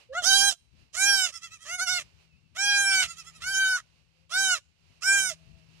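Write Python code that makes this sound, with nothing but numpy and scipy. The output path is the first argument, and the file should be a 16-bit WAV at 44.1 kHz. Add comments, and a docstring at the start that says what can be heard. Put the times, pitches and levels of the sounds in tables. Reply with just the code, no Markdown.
"""A goat kid bleats seven times, high and bright, after a soft opening note.
Its vocal folds ring throat, mouth and nose; each bleat scoops up out of a rasp, holds a clean pitch
and breaks off harshly. A second goat quavers further off. Bare ground and yard walls add a short echo.
Behind: faint animal calls, rumbling air, rustle, a far motor. The left microphone port is muffled."""
import sys
import numpy as np
from scipy import signal
from scipy.fft import rfft, irfft, next_fast_len
from scipy.io import wavfile
from scipy.ndimage import uniform_filter1d

SR = 44100
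rng = np.random.default_rng(int(sys.argv[2]) if len(sys.argv) > 2 else 0)


def wav_record(signal):
    """Record a signal, one row per channel, as 16-bit PCM in the file named by sys.argv[1]."""
    frames = np.transpose(np.atleast_2d(signal))
    bounded = np.clip(frames, -1, 1)
    # unit amplitude maps onto the largest positive 16-bit level
    quanta = np.round(bounded * 32767).astype(np.int16)
    wavfile.write(sys.argv[1], SR, quanta)


N = 255780


def kid(low_noise_db=-34, hoarse_hz=81.48, slack_hz=23, break_share=.11, onset_s=.027, ring_s=.0082):
    """Taut folds sing clean, slack folds rasp, released folds break up; low noise swells with each bleat."""
    # start/s, end/s, scoop time constant/s, aimed f/Hz, sag/Hz, aimed level/dB, fade/dB, mouth/dB,
    # gain as the mouth opens/dB, treble/dB, nose/dB, second resonance re mouth/dB
    bleats = [(0.121, 0.227, .065, 844, 5, -7, 0, -14.5, 3.5, -17, -16.5, -7.5),
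              (0.200, 0.53, .04, 802, 14, -18.5, 8.5, -4, 1.5, 6, -13.5, -10),
              (0.925, 1.305, .052, 834.7, 138, -16.7, 21, -7, 0, 3, -22, 0.5),
              (1.633, 2.022, 0.085, 815.5, 131, -19.5, 16, -8.5, 4, 0.5, -20, 4),
              (2.543, 3.064, 0.026, 816.2, 78, -22.5, 5, -5.5, 5, 0, -19.5, 3.5),
              (3.397, 3.801, .039, 801, 85, -21.5, 2, -11, -9, -5.5, -33.5, -2.5),
              (4.29, 4.583, .044, 820, 146, -16.5, 13.5, -10, 1.5, -2.5, -23, 1),
              (5.005, 5.336, .036, 824.3, 125, -16.5, 23, -10, 4.5, 1, -32, 4)]
    # low noise bed: f/Hz, level/dB
    low_noise_spectrum = [(120, 1), (300, -0.5), (1250, 0.5), (1800, -47)]
    out = np.zeros(N)
    for (start, end, scoop_s, aim_hz, sag_hz, aim_db, fade_db,
         mouth_db, opening_db, treble_db, nose_db, second_db) in bleats:
        t = span(start, end + .035)
        progress = (t - start) / (end - start)
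        flat_hz, scoop_db, tired_db = effort(t, start, end, scoop_s, sag_hz, fade_db)
        hz = aim_hz - flat_hz
        rasp = .9 / (1 + np.exp((hz - hz.max() + hoarse_hz) / slack_hz))
        breakup = np.clip(2 - 2 * (1 - progress) / break_share, 0, 1)
        # a weak voice loses its first resonance first, so the other bands gain on it
        weak_db = tired_db + .89 * scoop_db
        thin_db = 17 * bump(t, .394, .019)  # brief dip of that resonance in the first bleat
        open_db = opening_db * (progress - .5)
        nasal_db = nose_db + .54 * weak_db + thin_db
        oral_db = mouth_db + .3 * weak_db + open_db + thin_db
        bright_db = treble_db + .19 * weak_db + .85 * open_db + thin_db
        voice = vocal_tract(folds(hz, np.maximum(rasp, breakup)), nasal_db, oral_db, bright_db, second_db)
        low_noise = shaped_noise(low_noise_spectrum, len(t))
        low_noise *= undb(low_noise_db + bright_db) / low_noise.std()  # louder under brighter bleats
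        swing = np.clip((t - start) / onset_s, 0, 1) * np.exp(-np.maximum(t - end, 0) / ring_s)
        add(out, t, swing * undb(aim_db - scoop_db - tired_db - thin_db) * (voice + low_noise))
    return out


def effort(t, start, end, scoop_s, sag_hz, fade_db, release_s=.042, catch_s=.016, lag_s=.022):
    """Pitch and level lost to the scoop, fading air, catches and the release of the folds."""
    # voice catches: t/s, level dip/dB, pitch dip/Hz
    catches = [(0.22, 12.5, 27), (0.307, 3, 24), (0.374, 2, 9), (1.775, 21, 55), (1.857, 15.5, 48),
               (3.456, 4, 4.4), (3.526, 3.5, 15)]
    scoop = np.exp(-(t - start) / scoop_s)
    spent = np.minimum((t - start) / (end - start), 1) ** 2
    release = np.clip(1 - (end - t) / release_s, 0, 1)
    catch_db = sum(db * bump(t, s, catch_s) for s, db, _ in catches)
    catch_hz = sum(hz * bump(t, s + lag_s, catch_s) for s, _, hz in catches)
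    flat_hz = 311.2 * scoop + sag_hz * spent + 96.4 * release + catch_hz
    scoop_db = 46.5 * scoop
    tired_db = fade_db * spent + 23 * release + catch_db
    return flat_hz, scoop_db, tired_db


def folds(hz, rough, jitter=.055, hiss_db=-1):
    """Vocal fold pulses; when rough, cycles turn uneven and air hisses through once a cycle."""
    # hiss at the folds: f/Hz, level/dB
    hiss_spectrum = [(1500, -12.5), (3000, 2.5), (7000, 4)]
    n = len(hz)
    flutter = (.0014 + .011 * rough) * walk(n, 90) + .0038 * walk(n, 40)
    phase = 2 * np.pi * np.cumsum(hz * (1 + jitter * rough ** 2 * walk(n, 700) + flutter)) / SR
    # at times every second closure is softer: lines between the overtones
    doubling = 1 + .09 * np.maximum(walk(n, 28) - .5, 0) * np.cos(phase / 2)
    pulses = np.zeros(n)
    for k in range(1, 23):  # the pulse shape keeps changing
        swell_db = min(k - 1, 3) * (1.8 * np.minimum(walk(n, 20), 1.1) + .7 * walk(n, 80) - .3)
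        tremble_rad = ((k / 13) ** 4 + k * rough / 10) * walk(n, 220)
        drift_rad = min(k - 1, 6) * walk(n, 10) / 5
        harmonic = np.sqrt(2) * undb(swell_db) * np.cos(k * phase + tremble_rad + drift_rad)
        pulses += harmonic * (doubling if k > 2 else 1)
    pulses *= 1 + .5 * rough * walk(n, 450)
    air = shaped_noise(hiss_spectrum, n) * np.sqrt(SR / 2 / hz)
    hiss = undb(hiss_db) * rough ** 2 * air * (1 + np.cos(phase) / 2)
    return pulses * np.sqrt(1 - rough ** 2 / 2) + hiss


def vocal_tract(pulses, nasal_db, oral_db, bright_db, second_db=0):
    """The throat rings after each pulse; band gains are relative to its first resonance."""
    # throat and mouth response: f/Hz, gain/dB
    throat = [(1550, -4.5), (2350, -8), (3150, -4.5), (3900, -7), (4700, -14.5), (5500, -9.5), (6300, -10),
              (7100, -9.5), (8100, -16), (9300, -16.5), (13000, -28)]
    n = len(pulses)
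    f = bins(n)
    cepstrum = irfft(np.log(undb(shape(throat, f)[0])), n)
    cepstrum[1:n // 2] *= 2  # minimum phase
    cepstrum[n // 2 + 1:] = 0
    voice = rfft(pulses) * np.exp(rfft(cepstrum))
    lowpasses = [0] + [1 / (1 + (f / edge_hz) ** 20) for edge_hz in (950, 1850, 2750, 4400)] + [1]
    bands = zip((nasal_db, 0, oral_db + second_db, oral_db, bright_db), lowpasses, lowpasses[1:])
    return sum(undb(db) * irfft(voice * (hi - lo), n) for db, lo, hi in bands)


def hums():
    """With the kid's lips shut only the fundamental gets out, through the nose."""
    # start/s, end/s, start f/Hz, end f/Hz, level/dB
    notes = [(0.085, 0.162, 484.5, 589, -42), (5.291, 5.344, 710, 576, -45.5)]
    out = np.zeros(N)
    for start, end, start_hz, end_hz, db in notes:
        t = span(start, end)
        tone = sine(np.linspace(start_hz, end_hz, len(t)))
        add(out, t, undb(db) * np.sqrt(2) * tone * np.hanning(len(t)))
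    return out


def far_goat(top_hz=694, hz_per_db=3, dip_db=32, throb_s=.088, reach_s=.052):
    """Quavering bleats: pitch rises with the effort of each fading throb, hoarse in between."""
    # first throb/s, last throb/s, first level/dB, fade/dB
    quavers = [(1.268, 1.63, -47.5, 9.5), (2.934, 3.365, -43.5, 16.5)]
    out = np.zeros(N)
    loudest_db = max(row[2] for row in quavers)
    for first, last, first_db, fade_db in quavers:
        for progress in np.linspace(0, 1, round((last - first) / throb_s) + 1):
            peak_s = first + progress * (last - first)
            t = span(peak_s - reach_s, peak_s + reach_s)
            off_peak = np.abs(t - peak_s) / reach_s
            db = first_db - fade_db * progress ** 2 - dip_db * off_peak ** 1.7
            pulses = folds(top_hz + hz_per_db * (db - loudest_db), rough=.3 + off_peak / 2)
            add(out, t, undb(db) * vocal_tract(pulses, nasal_db=-27, oral_db=.5, bright_db=7.5))
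    return out


def yard_echo(x, ground_t60_s=.06, wall_t60_s=.42, wall_db=-23):
    """Rough ground scatters the treble at once; walls add a weak tail, different at each port."""
    t = np.arange(SR // 2) / SR
    highpass = signal.butter(2, 3200, "high", fs=SR, output="sos")
    scatter = signal.sosfilt(highpass, rng.standard_normal((2, len(t))))
    decay = undb(-60 * t / ground_t60_s) + undb(wall_db - 60 * t / wall_t60_s)
    response = scatter * decay / np.linalg.norm(decay)
    return signal.fftconvolve(x[None], response, axes=1)[:, :N]


def far_calls():
    """Distant animals: thin wavering tones that swell and fade."""
    # start/s, end/s, f/Hz, level/dB
    calls = [(2.257, 2.5, 2700, -72.5), (3.899, 4.3, 522, -83), (4.165, 4.26, 4580, -79.5),
             (5.327, 5.746, 653, -77), (5.4, 5.8, 2665, -75)]
    out = np.zeros(N)
    for start, end, hz, db in calls:
        t = span(start, end)
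        n = len(t)
        tone = sine(hz * (1 + .0175 * walk(n, 37)))
        add(out, t, undb(db) * tone * signal.windows.tukey(n) * (1 + walk(n, 30.8) / 2))
    return out


def stirring_air(rumble_db=-71, rustle_db=-77.5, split_hz=350):
    """Air rumbles, mostly on the left, and far rustle flickers; both swell with each stir."""
    # t/s, half width/s, rumble/dB, rustle/dB
    stirs = [(0.0, 0.048, -69, -64), (0.81, 0.075, -66.5, -75.5), (2.0, 0.45, -81, -74),
             (3.392, 0.45, -69, -67), (4.877, .1, -87.5, -78), (5.604, 0.52, -69, -71)]
    # noise spectrum: f/Hz, left/dB, right/dB
    yard_spectrum = [(25, -21, -37.5), (70, 5.5, -23.5), (140.1, -2, -20), (273, -16.5, -23),
                     (1780, -28, -24.5), (2760, -21, -13), (3420, -35.5, -22), (4330, -31.5, -18.5),
                     (11600, -53, -39)]
    t, f = np.arange(N) / SR, bins(N)
    rumble_gain = undb(rumble_db) + sum(undb(db) * bump(t, s, half_s) for s, half_s, db, _ in stirs)
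    rustle_gain = undb(rustle_db) + sum(undb(db) * bump(t, s, half_s) for s, half_s, _, db in stirs)
    noise = rfft(rng.standard_normal((2, N))) * undb(shape(yard_spectrum, f))
    lowpass = 1 / (1 + (f / split_hz) ** 8)
    rumble, rustle = irfft(noise * lowpass, N), irfft(noise * (1 - lowpass), N)
    rumble *= rumble_gain * undb(3.8 * walk(N, 28)) / rumble.mean(axis=0).std()
    rustle *= rustle_gain * undb(1.8 * walk(N, 16)) / rustle.mean(axis=0).std()
    return rumble + rustle


def far_motor(drone_hz=162.5, left_db=8, right_db=-16):
    """A distant motor drones on one wandering tone."""
    # t/s, level/dB
    swell = [(0, -93.5), (1.0, -87), (1.9, -72.5), (3.3, -67.5), (4.9, -77), (5.35, -65.5), (5.8, -66)]
    level_db = np.interp(np.arange(N) / SR, *np.transpose(swell)) + 1.6 * walk(N, 5.6)
    tone = sine(drone_hz * (1 + .0069 * walk(N, 1.6)))
    return undb(level_db) * tone * undb([[left_db], [right_db]])


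def undb(db):
    """Decibels to gain."""
    return 10 ** (np.asarray(db) / 20)


def shape(table, hz):
    """Spectrum columns, interpolated in log frequency."""
    points, *columns = np.transpose(table)
    return [np.interp(np.log(hz + 1e-9), np.log(points), column) for column in columns]


def bins(n):
    """FFT frequencies of n samples."""
    return np.arange(n // 2 + 1) * SR / n


def shaped_noise(spectrum, n):
    """White noise coloured by a spectrum table."""
    return irfft(rfft(rng.standard_normal(n)) * undb(shape(spectrum, bins(n))[0]), n)


def sine(hz):
    """Tone that follows a pitch curve."""
    return np.sin(2 * np.pi * np.cumsum(hz) / SR)


def walk(n, rate_hz):
    """Smooth random motion, spread near 1."""
    step = max(int(SR / rate_hz), 1)
    held = np.repeat(rng.standard_normal(n // step + 2), step)[rng.integers(step):]
    return np.sqrt(2) * uniform_filter1d(uniform_filter1d(held, step), step)[:n]


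def bump(t, middle_s, half_s):
    """Gaussian swell of height 1."""
    return np.exp(-((t - middle_s) / half_s) ** 2)


def span(start_s, end_s):
    """Sample times, extended to a fast FFT length."""
    return (int(start_s * SR) + np.arange(next_fast_len(int((end_s - start_s) * SR)))) / SR


def add(out, t, x):
    """Mix x in at times t, with soft ends."""
    start = int(round(t[0] * SR))
    out[start:start + len(x)] += (x * signal.windows.tukey(len(x), .02))[:N - start]


def scene(kid_echo_db=-19, far_echo_db=-7, left_echo_db=8):
    """Animals and echo reach two ports, over air and motor; the muffled left port gets more echo."""
    # microphone ports: f/Hz, left/dB, right/dB, left lag/rad
    ports = [(250, -4, 5.5, 0.85), (1640, 3.5, 2.5, 0.44), (2230, 4.5, 2.5, 1.51), (3140, -2.5, 1.5, 1.63),
             (4300, -8.5, 3, 3.5), (5570, -18.5, 2.5, 1), (8600, -26, 2, -1.65), (13000, -16, -2.5, -2.04)]
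    near, far = kid() + hums(), far_goat()
    echo = yard_echo(undb(kid_echo_db) * near + undb(far_echo_db) * far) * undb([[left_echo_db], [0]])
    animals = near + far + far_calls() + echo
    left_db, right_db, lag_rad = shape(ports, bins(N))
    response = np.array([undb(left_db) * np.exp(-1j * lag_rad), undb(right_db)])
    return irfft(rfft(animals) * response, N) + stirring_air() + far_motor()


def record(dry, top_hz=13250):
    """Steep low-pass."""
    return signal.sosfilt(signal.ellip(10, .2, 80, top_hz, fs=SR, output="sos"), dry)


dry = scene()
out = record(dry)
wav_record(out)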